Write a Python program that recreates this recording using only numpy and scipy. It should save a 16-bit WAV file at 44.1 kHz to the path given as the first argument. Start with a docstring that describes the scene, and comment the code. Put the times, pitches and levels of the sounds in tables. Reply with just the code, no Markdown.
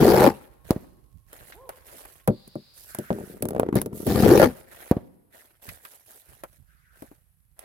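"""A lawn with a wooden board on it: floorball practice, the microphones lying on the board.
Twice a blade sweeps a hollow plastic ball along the wood (shaped random jolts) and it smacks a tarpaulin
in the goal (pressure swings). In between the next ball is tapped onto the board (struck modes) and rolled
into place (small bumps). Filtered noise makes the rustle of clothes and grass, the light wind and soft
thuds; a far dog barks once (arched harmonics)."""
import sys
import numpy as np
from scipy import signal
from scipy.fft import rfft, irfft
from scipy.io import wavfile
from scipy.ndimage import uniform_filter1d

SR = 44100
rng = np.random.default_rng(int(sys.argv[2]) if len(sys.argv) > 2 else 0)


def to_wav(s):
    """Save 16-bit WAV."""
    ch = np.atleast_2d(s).T  # columns
    pcm = np.round(np.clip(ch, -1, 1) * 32767)  # PCM
    wavfile.write(sys.argv[1], SR, pcm.astype(np.int16))


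N = 336924

# hard plastic contact: f/Hz, level/dB per Hz
CLICK_SPECTRUM = [(300, -11.5), (1200, 2.5), (2500, -1.5), (4500, -2.5), (7500, 0), (10500, 11.5),
                  (13000, 9), (16000, 3.5)]
RUSTLE_RISE_S = 0.054  # rustling bursts and reaches


def sweeps(ring=0.25, width_hz=250):
    """Ball and blade chatter over the wood, rising in pitch and loudness; the jolts shake board and plastic."""
    # two shots, a short scuff between: contact t/s, full speed t/s, release t/s, rattle/dB, low thrum/dB,
    # whirr/dB, rasp/dB, rattle f at contact/Hz, at release before the flick/Hz, flick of the wrist/0-1
    sweep_rows = [(0.0, 0.035, 0.275, -15.5, -20, -16, -31, 330, 470, 0.6),
                  (3.753, 3.755, 3.774, -25, -25, -35, -36, 240, 260, 0),
                  (4.066, 4.27, 4.449, -16.5, -18, -23, -31.5, 240, 450, 1)]
    # layer spectra: f/Hz, level/dB per Hz
    rattle_spectrum = [(100, -26.5), (260, -2), (620, -2.5), (1150, -10.5), (2600, -62.5)]
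    thrum_spectrum = [(18, -47.5), (30, -8.5), (113, -0.5), (230, -4), (320, -29.5), (510, -120)]
    scrape_spectrum = [(530, -36.5), (900, -7), (1700, -3), (2560, -19.5), (3200, -17.5), (4160, -57),
                       (7040, -120)]
    hiss_spectrum = [(1530, -31.5), (2600, -6.5), (4530, 0.5), (7310, -8), (8320, -7.5), (9050, -10),
                     (9990, -3.5), (12600, -1), (15200, -4.5), (16000, -12.5)]
    # growth as the ball gathers speed, decay after release
    rattle_rise_db_per_s, thrum_rise_db_per_s, whirr_rise_db_per_s = 56, 40, 45
    scrape_rise_db_per_s, hiss_rise_db_per_s = 46.5, 28.5
    rattle_fall_db_per_s, thrum_fall_db_per_s, rasp_fall_db_per_s = 477.5, 284, 487.5
    bite_s = 0.0064  # the blade takes hold
    # flick just before release: layers flare, pitch leaps
    flick_lead_s, flick_width_s, flick_hz = 0.03, 0.042, 120
    flick_rattle_db, flick_scrape_db, flick_hiss_db = 6.5, 10, 3
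    # at full speed the ball skims the wood and the thrum thins
    thin_db_per_s, thin_most_db = 123.5, 4
    # spinning ball: pitch at release, climb towards it
    whirr_release_hz, whirr_climb_hz_per_s = 790, 450

    t = np.arange(N) / SR
    gains, rattle_hz, whirr_hz = np.zeros((5, N)), np.zeros(N), np.zeros(N)
    for contact, full, release, shake_db, low_db, spin_db, rasp_db, first_hz, last_hz, wrist in sweep_rows:
        to_full_s = np.clip(full - t, 0, full - contact)
        to_release_s = np.clip(release - t, 0, release - contact)
        flick = wrist * np.exp(-((t - release + flick_lead_s) / flick_width_s) ** 2)
        thin_db = np.clip(thin_db_per_s * (t - full), 0, thin_most_db)
        length = release - contact
        shake = swell(contact, length, bite_s, rattle_fall_db_per_s)
        low = swell(contact, length, bite_s, thrum_fall_db_per_s)
        rasp = swell(contact, length, bite_s, rasp_fall_db_per_s)
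        gains += [shake * amp(shake_db - rattle_rise_db_per_s * to_full_s + flick_rattle_db * flick),
                  low * amp(low_db - thrum_rise_db_per_s * to_full_s - thin_db),
                  rasp * amp(spin_db - whirr_rise_db_per_s * to_release_s),
                  rasp * amp(rasp_db - scrape_rise_db_per_s * to_full_s + flick_scrape_db * flick),
                  rasp * amp(rasp_db - hiss_rise_db_per_s * to_full_s + flick_hiss_db * flick)]
        climb_hz = np.interp(t, [contact, release], [first_hz, last_hz]) + flick_hz * flick
        rattle_hz = np.where(t >= contact, climb_hz, rattle_hz)
        whirr_hz = np.where(t >= contact, whirr_release_hz - whirr_climb_hz_per_s * to_release_s, whirr_hz)

    jolts = grains(per_s=410, spread_db=2.0)
    wood = evened(convolve(jolts, board_ring()))
    rattle = colour(resonate(jolts, rattle_hz, width_hz) + 0.4 * wood, rattle_spectrum)
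    low_wood = colour(wood, [(220, -10.5), (320, -25), (900, -49.0)])
    thrum = colour(jolts, thrum_spectrum) + ring * low_wood
    whirr = resonate(jolts, whirr_hz, width_hz)
    # the plastic rasps harder at each jolt
    grip = np.sqrt(abs(evened(uniform_filter1d(abs(jolts[0]), 130))) + 0.2)
    plastic = colour(wood, [(700, -22.5), (1100, -7.5), (2000, 5.5), (3200, 2.0), (5000, -15.0)])
    scrape = 1.3 * colour(grip * grains(per_s=1800, spread_db=4), scrape_spectrum) + plastic
    hiss = colour(grip * grains(per_s=10000, spread_db=3.5), hiss_spectrum)
    layers = (steadied(rattle, size=600), steadied(thrum, size=900), steadied(whirr, size=600),
              mottled(steadied(scrape, size=700)), mottled(steadied(hiss, size=900)))
    return sum(gain * layer for gain, layer in zip(gains, layers))


def slaps(boom_trim_db=-1, tock_trim_db=-12):
    """The blade slaps the board during a sweep: a boom of a few cycles, with a tock from the ball."""
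    # slaps: t/s, level/dB, f/Hz, time to swell/s
    slap_rows = [(0.009, -7, 140, 0.0026), (0.024, -5.5, 190, 0.0029), (0.033, -6, 304, 0.0011),
                 (0.054, -6, 560.6, .0015), (0.073, -7.5, 360, 0.0012), (0.081, -4.5, 360, 0.002),
                 (0.096, -6.5, 348, 0.0031), (0.141, -5, 490, 0.0018), (0.206, -3, 366, 0.0025),
                 (0.275, -5, 276, 0.0029), (4.101, -14, 323, 0.0023), (4.234, -1.5, 225, 0.00092),
                 (4.262, -4, 464, 0.0022), (4.289, -6, 305, 0.0012), (4.304, -3.5, 338, 0.00089),
                 (4.313, -2.5, 357, 0.0053), (4.335, -4, 370, 0.0024), (4.353, -2, 393, 0.0015),
                 (4.452, -15, 250, .011)]
    out, t = np.zeros((2, N)), np.arange(3000) / SR
    for s, db, hz, swell_s in slap_rows:
        envelope = t / swell_s * np.exp(1 - t / swell_s)
        boom = envelope * np.sin(2 * np.pi * hz * t)
        add(out, s, amp(db + boom_trim_db) * boom[None])
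        add(out, s, amp(db + tock_trim_db) * tock())
    return out


def smacks(crack_trim_db=2, echo_s=.0078, echo_db=-11, flutter_db=-19.5, flutter_t60=.11):
    """The tarpaulin snaps taut in one pressure swing, snaps again more weakly and flutters out."""
    # smack and flap back: t/s, level/dB, swing rate f/Hz (scaled below), crack/dB, rounding of the attack/s
    smack_rows = [(0.7068, -2.5, 250, -18, 0.0001), (0.762, -18, 215, -62, 0.0012),
                  (4.9125, -2, 240, -24, 0.0001), (4.967, -14, 200, -56, 0.001)]
    # crack: f/Hz, level/dB per Hz
    crack_spectrum = [(300, -50), (1000, -4), (2500, 5), (4000, 16), (7500, 6), (11000, 13), (16000, 12)]
    out, t = np.zeros((2, N)), np.arange(SR // 4) / SR
    for s, db, hz, crack_db, soft_s in smack_rows:
        u = 2.49 * hz * t
        # a short suck, then a longer push, once the sign is turned
        swing = u * (1 - u ** 2) * np.exp(-u ** 2) * (1 - np.exp(-t / soft_s))
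        flutter = colour(noise(len(t)), [(40, 2), (150, 0), (600, 5), (1400, -14), (9000, -50)])
        crack = click(crack_spectrum, t60=0.0037, tail_db=-35.5, tail_t60=0.046)
        add(out, s, -amp(db) * peaked(swing[None]))
        add(out, s + echo_s, amp(db + echo_db) * push(hz * 2.37, damping=0.81))
        add(out, s, amp(db + flutter_db - 60 * t / flutter_t60) * flutter)
        add(out, s, amp(crack_db + crack_trim_db) * crack)
    return out


def knocks(ring_trim_db=-2, tock_trim_db=-1, click_trim_db=9, hardness_hz=1100):
    """Each blow swings the wood under it, rings the board, sounds the hollow ball and clicks in the plastic."""
    # blows of ball and blade: t/s, level/dB, f/Hz, ball tock/dB, plastic click/dB, board ring/dB
    knock_rows = [(2.275, -12, 264, -14.5, -27, 2), (2.283, -9, 483, -20, -59, -2),
                  (2.299, -13, 210, -51, -58, -10), (2.554, -21.5, 260, -45.5, -51.5, 4),
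                  (2.947, -41, 605, -28.5, -27.5, 8), (2.986, -19.5, 423, -42, -33, -4),
                  (3.1036, -8.5, 560, -23.5, -59, -18), (3.111, -16, 530, -37, -58, -7),
                  (3.185, -25, 480, -42, -53, -8), (3.205, -25, 483, -54, -55, -7),
                  (3.423, -16.5, 398, -26.5, -23, 1.5), (3.453, -18, 520, -33, -32.5, -3.5),
                  (3.486, -23, 550, -29.5, -29.5, 3), (3.596, -4, 485, -17, -28.5, -16.5),
                  (3.754, -9.5, 211, -29, -27.5, 0), (3.815, -26, 300, -30, -22.5, -2),
                  (3.859, -20, 322, -37.5, -36, -7), (4.066, -15, 320, -43.5, -29.5, 13.5)]
    out, t = np.zeros((2, N)), np.arange(600) / SR
    force = t * np.exp(-2 * np.pi * hardness_hz * t)
    for s, db, hz, ball_db, tick_db, board_db in knock_rows:
        body = amp(ring_trim_db + board_db) * peaked(convolve(force, board_ring()))
        add(body, 0, amp(-8) * push(hz, damping=1.1))
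        tick = click(CLICK_SPECTRUM, t60=.008, tail_db=-31, tail_t60=0.07)
        add(out, s + 0.0013, amp(db) * peaked(body))
        add(out, s, amp(ball_db + tock_trim_db) * tock())
        add(out, s, amp(tick_db + click_trim_db) * tick)
    return out


def rolling(rumble_trim_db=-4, clack_trim_db=1, ring_trim_db=-14, click_trim_db=5, tock_trim_db=-12):
    """The holed ball trundles over the grain in small bumps, with a dry hollow clack where a rim drops."""
    # slow roll: t/s, level/dB
    roll_curve = [(3.13, -29.5), (3.2, -35), (3.33, -42), (3.45, -33.5), (3.61, -27.5), (3.72, -35.5),
                  (3.8, -32), (3.87, -39.5), (4.08, -27.5)]
    # rims of the holes drop on the wood: t/s, level/dB, f/Hz, click/dB
    clack_rows = [(3.506, -22, 563, -36), (3.532, -24.5, 524, -48), (3.548, -18, 547.6, -45.5),
                  (3.5626, -14.5, 528, -47), (3.58, -21, 561, -50), (3.631, -11, 513, -58),
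                  (3.663, -20.5, 374, -61), (3.687, -13.5, 342.6, -70), (3.726, -15, 280, -48.5),
                  (3.7415, -15, 288.8, -51), (3.929, -23, 190, -48)]
    # rumble of the roll: f/Hz, level/dB per Hz
    roll_spectrum = [(40, -16), (200, -2), (480, -1.5), (1200, -45), (2860, -100)]
    jolts = grains(per_s=220, spread_db=3.5)
    bumps = colour(jolts, roll_spectrum) + .5 * evened(convolve(jolts, board_ring()))
    out = amp(rumble_trim_db) * level(roll_curve) * steadied(bumps, size=2000)
    for s, db, hz, tick_db in clack_rows:
        blow = peaked(push(hz, damping=0.87))
        ring = peaked(convolve(blow, board_ring()))
        tick = click(CLICK_SPECTRUM, t60=.01, tail_db=-23, tail_t60=.05)
        add(out, s + .001, amp(db + clack_trim_db) * blow)
        add(out, s + 0.00055, amp(db + ring_trim_db) * ring)
        add(out, s, amp(db + tock_trim_db) * tock(t60=0.015))
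        add(out, s, amp(tick_db + click_trim_db) * tick)
    return out


def taps(body_trim_db=2, t60=0.067):
    """Small dull taps on lawn and board: decaying noise bursts, with a tick of hollow plastic."""
    # taps: t/s, level/dB, f/Hz, click/dB
    tap_rows = [(1.329, -40.5, 475, -33.5), (1.523, -38.5, 1750, -60), (1.691, -29, 640, -26.5),
                (2.052, -39, 690, -35.5), (2.476, -41, 158, -38), (5.689, -35, 1820, -30),
                (5.851, -34.5, 1350, -33.5), (6.436, -28, 586, -29.5), (7.022, -32.5, 263, -41),
                (7.114, -39.5, 326, -56), (7.591, -49, 700, -27.5)]
    out, t = np.zeros((2, N)), np.arange(6000) / SR
    for s, db, hz, tick_db in tap_rows:
        spectrum = [(hz / 3, -20), (hz, 0), (hz * 2.04, -12), (hz * 1.78, -5), (hz * 12, -46)]
        body = colour(noise(len(t)), spectrum) * amp(-60 * t / t60)
        tick = click(CLICK_SPECTRUM, t60=0.011, tail_db=-24, tail_t60=.08)
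        add(out, s, amp(db + body_trim_db) * peaked(body))
        add(out, s, amp(tick_db) * tick)
    return out


def rustle(flutter_db=2, fall_db_per_s=102):
    """Short bursts of rustling noise: a cloth-like swish and a grass-like crunch, in uneven little surges."""
    # short bursts of rustling noise, one just before the first smack: t/s, length/s, swish/dB, crunch/dB
    burst_rows = [(0.25, 0.13, -54.5, -53), (0.639, 0.041, -49.5, -49.5), (1.268, 0.24, -53.5, -54.5),
                  (1.644, 0.16, -61, -60), (1.818, 0.26, -48.5, -52), (2.729, 0.21, -48, -63.5),
                  (2.923, 0.39, -52, -57.5), (3.923, 0.35, -41, -58.5), (4.418, 0.15, -51.5, -53.5),
                  (4.664, 0.13, -51, -52), (4.764, 0.05, -46.5, -47), (5.299, 0.1, -53, -54.5),
                  (5.611, 0.052, -42.5, -47.5), (5.79, 0.15, -51, -59), (6.028, 0.12, -50, -58.5),
                  (6.26, 0.058, -50.5, -54), (6.433, 0.12, -62.5, -69), (6.916, 0.16, -59, -63.5),
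                  (7.56, 0.043, -59, -55)]
    # swish and crunch: f/Hz, level/dB per Hz
    cloth_spectrum = [(1760, -30), (3000, -20), (3310, -17.5), (7250, -13.5), (10500, -6), (12200, -3.5),
                      (14600, -9.5), (16000, -12.5)]
    grass_spectrum = [(120, -25), (200, -8.5), (654, 1), (1120, -7.5), (1820, -3), (2200, -8), (4200, -16),
                      (7000, -46)]
    swish, crunch = np.zeros((2, N))
    for s, length, swish_db, crunch_db in burst_rows:
        burst = swell(s, length, RUSTLE_RISE_S, fall_db_per_s)
        swish = np.maximum(swish, amp(swish_db) * burst)
        crunch = np.maximum(crunch, amp(crunch_db) * burst)
    slow = uniform_filter1d(uniform_filter1d(rng.standard_normal(N), 900), 500)
    surges = amp(flutter_db * evened(slow))
    cloth = mottled(colour(grains(per_s=4700, spread_db=-4.5), cloth_spectrum), patchy_db=2.5)
    grass = mottled(colour(grains(per_s=1200, spread_db=2.0), grass_spectrum))
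    return surges * (swish * cloth + crunch * grass)


def sleeves(fall_db_per_s=102):
    """Jacket sleeves brush softly, hollow-sounding noise, as the player reaches with the stick."""
    # reaches: t/s, length/s, level/dB
    reach_rows = [(2.855, 0.26, -53), (3.122, 0.18, -63), (6.65, 0.36, -66.5)]
    # sleeve: f/Hz, level/dB per Hz
    sleeve_spectrum = [(900, -24), (1500, 1.5), (2100, -10), (3200, -20), (8000, -25)]
    reach = sum(amp(db) * swell(s, length, RUSTLE_RISE_S, fall_db_per_s) for s, length, db in reach_rows)
    return reach * mottled(colour(noise(N), sleeve_spectrum))


def dog(second_db=-3, hoarse_db=-18, echo_s=0.085, echo_db=-7, wet_db=-6):
    """One far bark: an arch of pitch, two harmonics and a hoarse band between, thrown back by the woods."""
    start_s, length_s, top_s = 1.54, 0.165, 0.095
    top_hz, sag_hz, bark_db = 535, 270, -50
    t = np.clip(np.arange(N) / SR - start_s, 0, length_s)
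    waver = 1 + 0.23 * uniform_filter1d(rng.standard_normal(N), 150)
    hz = (top_hz - sag_hz * (t / top_s - 1) ** 2) * waver
    phase = 2 * np.pi * np.cumsum(hz) / SR
    effort = amp(bark_db) * np.sqrt(abs(np.sin(np.pi * t / length_s)))
    hoarse = resonate(rng.standard_normal(N), 1.5 * hz, 350)
    bark = effort * (np.sin(phase) + amp(second_db) * np.sin(2 * phase) + amp(hoarse_db) * hoarse)
    echo = amp(echo_db) * np.roll(bark, round(echo_s * SR))
    return bark + echo + amp(wet_db) * garden(bark)


def wind_and_thuds(thud_hz=75, thud_decay_s=0.016, apart=0.95, lee_db=-20):
    """Low lumps of light breeze and soft low thuds (puffs of wind and one footstep), weaker on the left."""
    # spells of breeze: t/s, length/s, level/dB
    breeze_rows = [(0, 1.47, -56), (1.509, 3.3, -60.5), (5.097, 1.5, -71), (6.267, 2.5, -62.5)]
    # soft low thuds, puffs of wind and one footstep (5.673 s): t/s, level/dB
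    thud_rows = [(0.64, -42.5), (1.137, -44), (1.402, -42.5), (5.673, -35.5), (6.281, -44.5), (6.58, -46.5)]
    # rumble of the breeze: f/Hz, level/dB per Hz
    rumble_spectrum = [(20, -3.5), (50, 6), (90, -6), (150, -9), (250, -27.5), (600, -45)]
    breeze = sum(amp(db) * swell(s, length, rise_s=0.1, fall_db_per_s=60) for s, length, db in breeze_rows)
    lumps = grains(per_s=100, spread_db=-1.0) + apart * rng.standard_normal((2, N))
    out = breeze * colour(lumps, rumble_spectrum)
    t = np.arange(SR // 4) / SR
    thud_spectrum = [(thud_hz / 4, -12), (thud_hz, 0), (thud_hz * 2, -9), (thud_hz * 6, -45), (thud_hz * 20, -100)]
    for s, db in thud_rows:
        thud = colour(noise(len(t)), thud_spectrum) * t * np.exp(-t / thud_decay_s)
        add(out, s, amp(db) * peaked(thud))
    return 2 * out * amp([[lee_db], [0]]) / (1 + amp(lee_db))


def outdoors():
    """Still air, a thin hiss that drifts upward and a far fluttering whine, all shaped noise."""
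    # still air: f/Hz, level/dB per Hz
    air_spectrum = [(59, -37), (100, 0), (260, -32.5), (1600, -28), (6420, -39), (11600, -17), (16000, -38)]
    # thin hiss: f/Hz, level/dB per Hz
    sizzle_spectrum = [(3200, -9), (3650, 1), (4800, 6), (5700, -15.5)]
    air = amp(-71.5) * colour(noise(N), air_spectrum)

    start_s, length_s, sizzle_db, climb_hz_per_s = 2.27, 0.55, -59, 600
    from_middle_s = np.arange(N) / SR - start_s - length_s / 2
    drift = np.exp(1j * np.pi * climb_hz_per_s * from_middle_s ** 2)  # shifts the band in frequency
    sizzle = (drift * signal.hilbert(colour(noise(N), sizzle_spectrum))).real
    sizzle *= amp(sizzle_db) * swell(start_s, length_s, rise_s=0.066, fall_db_per_s=223)

    start_s, length_s, whine_db, whine_hz, width_hz, flutter_db = 0.3, 2.0, -78, 1087, 40, 3
    flutter = flutter_db * evened(uniform_filter1d(rng.standard_normal(N), 5000))
    whine = resonate(noise(N), np.full(N, whine_hz), width_hz)
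    whine *= amp(whine_db + flutter) * swell(start_s, length_s, rise_s=0.04, fall_db_per_s=46.5)
    return air + sizzle + whine


def garden(x):
    """Scattered echoes from fence, hedge and trees, each band dying at its own speed."""
    # echo decay: f/Hz, t60/s
    decay = [(100, 0.7), (400, 0.8), (1200, 1), (4000, 1), (12000, 0.5)]
    echoes = rng.standard_normal((2, SR)) * (rng.random((2, SR)) < 2500 / SR)
    echoes *= np.arange(SR) > .012 * SR
    hz, t, z = signal.stft(echoes, SR, nperseg=256)
    tail = signal.istft(z * amp(-60 * t / read(decay, hz)[:, None]), SR, nperseg=256)[1]
    return convolve(x, tail / np.linalg.norm(tail[0]))


def board_ring(scatter=0.14, grain_db=-1, grain_t60=0.11):
    """The board's impulse response: decaying modes, fresh phases at each spot and microphone; left energy 1."""
    # main modes: f/Hz, level/dB, t60/s
    modes = [(109, -5, 0.12), (145, -4, .15), (195, -1.5, 0.14), (233, -2, 0.15), (304, -5, 0.12),
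             (360, -1, .11), (452, -4, 0.1), (515, -4, .08), (589, -2, .1), (650, -6, .07), (780, -8, 0.04),
             (910, -9, .05), (1181, -11, .045), (1380, -10, .04), (1850, -19, .04)]
    # many finer modes: f/Hz, level/dB per Hz
    fine_spectrum = [(100, -5.5), (400, 19), (1200, -9.5), (2200, -13.5), (9000, -41.5)]
    t = np.arange(SR // 3) / SR
    hz, db, t60 = np.transpose(modes)[:, :, None]
    phase = rng.uniform(0, 2 * np.pi, hz.shape) + scatter * hz / 600 * rng.standard_normal((2, len(hz), 1))
    ring = (amp(db - 60 * t / t60) * np.sin(2 * np.pi * hz * t + phase)).sum(1)
    ring += amp(grain_db - 60 * t / grain_t60) * colour(noise(len(t)), fine_spectrum)
    ring *= 1 - np.exp(-(t / 0.000087) ** 2)
    return ring / np.linalg.norm(ring[0])


def tock(t60=.03, tail_db=-19, tail_t60=.07):
    """The short hollow sound of the plastic ball; peak 1."""
    # hollow ball: f/Hz, level/dB per Hz
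    ball_spectrum = [(500, -0.5), (850, 2), (1250, -6.5), (2300, -18), (4000, -33.5)]
    return click(ball_spectrum, t60, tail_db, tail_t60)


def click(spectrum, t60, tail_db, tail_t60, rise_s=0.0016):
    """A burst of hard contact with a short rattle after it; peak 1."""
    t = np.arange(4096) / SR
    fade = amp(-60 * t / t60) + amp(tail_db - 60 * t / tail_t60)
    attack = 1 - np.exp(-(t / rise_s) ** 2)
    return peaked(colour(noise(len(t)), spectrum) * fade * attack)


def push(hz, damping):
    """One swing of a struck surface: out, back and nearly at rest."""
    turns = hz * np.arange(1500) / SR
    return (np.sin(2 * np.pi * turns) * np.exp(-(turns * damping) ** 2))[None]


def grains(per_s, spread_db):
    """Random tiny impacts with exponentially spread levels; rms 1."""
    size = amp(spread_db * np.minimum(rng.exponential(1, N), 3)) * (rng.random(N) < per_s / SR)
    return evened(pair(size * rng.standard_normal((2, N))))


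def noise(size):
    """Stereo white noise, alike in the bass."""
    return pair(rng.standard_normal((2, size)))


def pair(x):
    """Makes two unrelated signals alike in the bass, as two close microphones hear them."""
    # left-right likeness near the board: f/Hz, likeness/0-1
    likeness = [(100, .91), (350, .95), (700, .76), (1300, .2), (3000, .1), (12000, .08)]
    size = x.shape[1]
    same = np.clip(read(likeness, np.fft.rfftfreq(size, 1 / SR)), 0, 1)
    mid, side = rfft(x) * np.sqrt([1 + same, 1 - same])
    return irfft(np.array([mid + side, mid - side]), size) / 2


def resonate(x, hz, width):
    """A resonance that follows the curve hz: shift down, smooth, shift back; rms 1."""
    turn, r = np.exp(2j * np.pi * np.cumsum(hz) / SR), np.exp(-np.pi * width / SR)
    smooth = signal.lfilter([(1 - r) ** 2], [1, -2 * r, r * r], x / turn + 1e-18)
    return evened((turn * smooth).real)


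def mottled(x, patchy_db=3.0):
    """The colour of a rasp keeps shifting as the point of contact wanders."""
    z = signal.stft(x, nperseg=512)[2]
    patches = uniform_filter1d(rng.standard_normal(z.shape[1:]), size=7, axis=0)
    patches = evened(uniform_filter1d(patches, size=4, axis=1))
    return evened(signal.istft(z * amp(patchy_db * patches))[1][:, :N]) * np.std(x)


def steadied(x, size=1800):
    """Takes out slow swells, keeping the fast grain."""
    power = uniform_filter1d(uniform_filter1d((x ** 2).mean(0), size), size)
    return x / np.sqrt(abs(power) + 1e-4)


def swell(start, length, rise_s, fall_db_per_s):
    """A gain over time: rises, holds until the length is over, then dies away."""
    t = np.arange(N) / SR - start
    return np.clip(t / rise_s, 0, 1) * amp(-np.clip(fall_db_per_s * (t - length), 0, 200))


def level(rows):
    """The gain over time from a dB curve, silent outside it."""
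    return amp(np.interp(np.arange(N) / SR, *np.transpose(rows), left=-150, right=-150))


def colour(x, spectrum):
    """Filters x by a spectrum; rms 1."""
    size = x.shape[-1]
    return evened(irfft(rfft(x) * amp(read(spectrum, np.fft.rfftfreq(size, 1 / SR))), size))


def tilted(x, balance):
    """Shares each frequency between left and right, keeping the power."""
    half_db = read(balance, np.fft.rfftfreq(N, 1 / SR)) / 2
    gains = amp([half_db, -half_db])
    return irfft(rfft(x) * gains / np.sqrt((gains ** 2).mean(0)), N)


def lagged(x, lag_s):
    """Sound from the right reaches the left microphone later."""
    return np.array([np.interp(np.arange(N) - lag_s * SR, np.arange(N), x[0]), x[1]])


def convolve(x, response):
    """Passes x through an impulse response."""
    return signal.fftconvolve(np.atleast_2d(x), response, axes=1)[:, :N]


def read(points, hz):
    """Interpolates a table over log frequency."""
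    f, value = np.transpose(points)
    return np.interp(np.log(hz + 1), np.log(f + 1), value)


def add(mix, s, sound):
    """Mixes a sound in at s seconds."""
    part = mix[:, max(round(s * SR), 0):][:, :sound.shape[1]]
    part += sound[:, :part.shape[1]]


def amp(db):
    """Decibels to gain."""
    return np.exp(np.asarray(db) * np.log(10) / 20)


def evened(x):
    """Scales to rms 1."""
    return x / np.sqrt(np.mean(x ** 2) + 1e-20)


def peaked(x):
    """Scales the mean of the channels to peak 1."""
    return x / (abs(x.mean(0)).max() + 1e-12)


def scene(board_wet_db=-32, goal_wet_db=-23):
    """Places each source in the stereo field and sends board and goal into the garden's echo."""
    # left minus right near the player: f/Hz, level/dB
    player_balance = [(200, 2.5), (900, 2.5), (3500, -3.5), (6300, -10.5), (10000, -7), (14000, 3)]
    # left minus right for the blade swinging past: f/Hz, level/dB
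    sweep_balance = [(110, 5.5), (400, 3), (1400, 4.5), (4500, 2.5), (7500, -6.5), (11000, -2),
                     (14500, 6.5)]
    shots = tilted(sweeps() + slaps(), sweep_balance)
    goal = smacks()
    ball = tilted(lagged(knocks() + rolling(), lag_s=0.000274), player_balance)
    player = tilted(lagged(taps() + rustle() + sleeves(), lag_s=.0004), player_balance)
    board = shots + ball
    echo = garden(amp(board_wet_db) * board + amp(goal_wet_db) * goal)
    return board + goal + player + echo + dog() + wind_and_thuds() + outdoors()


def record(dry, low_cut_hz=55, edge_hz=16300):
    """The microphones lose the deepest bass; the loudest peaks round off; then the band limit."""
    heard = signal.sosfilt(signal.butter(2, low_cut_hz, "highpass", fs=SR, output="sos"), dry)
    rounded = heard / (1 + (heard / .95) ** 6) ** (1 / 6)
    band_limit = signal.firwin(511, edge_hz, window=("kaiser", 9), fs=SR)
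    return signal.oaconvolve(rounded, band_limit[None], "same")


dry = scene()
out = record(dry)
to_wav(out)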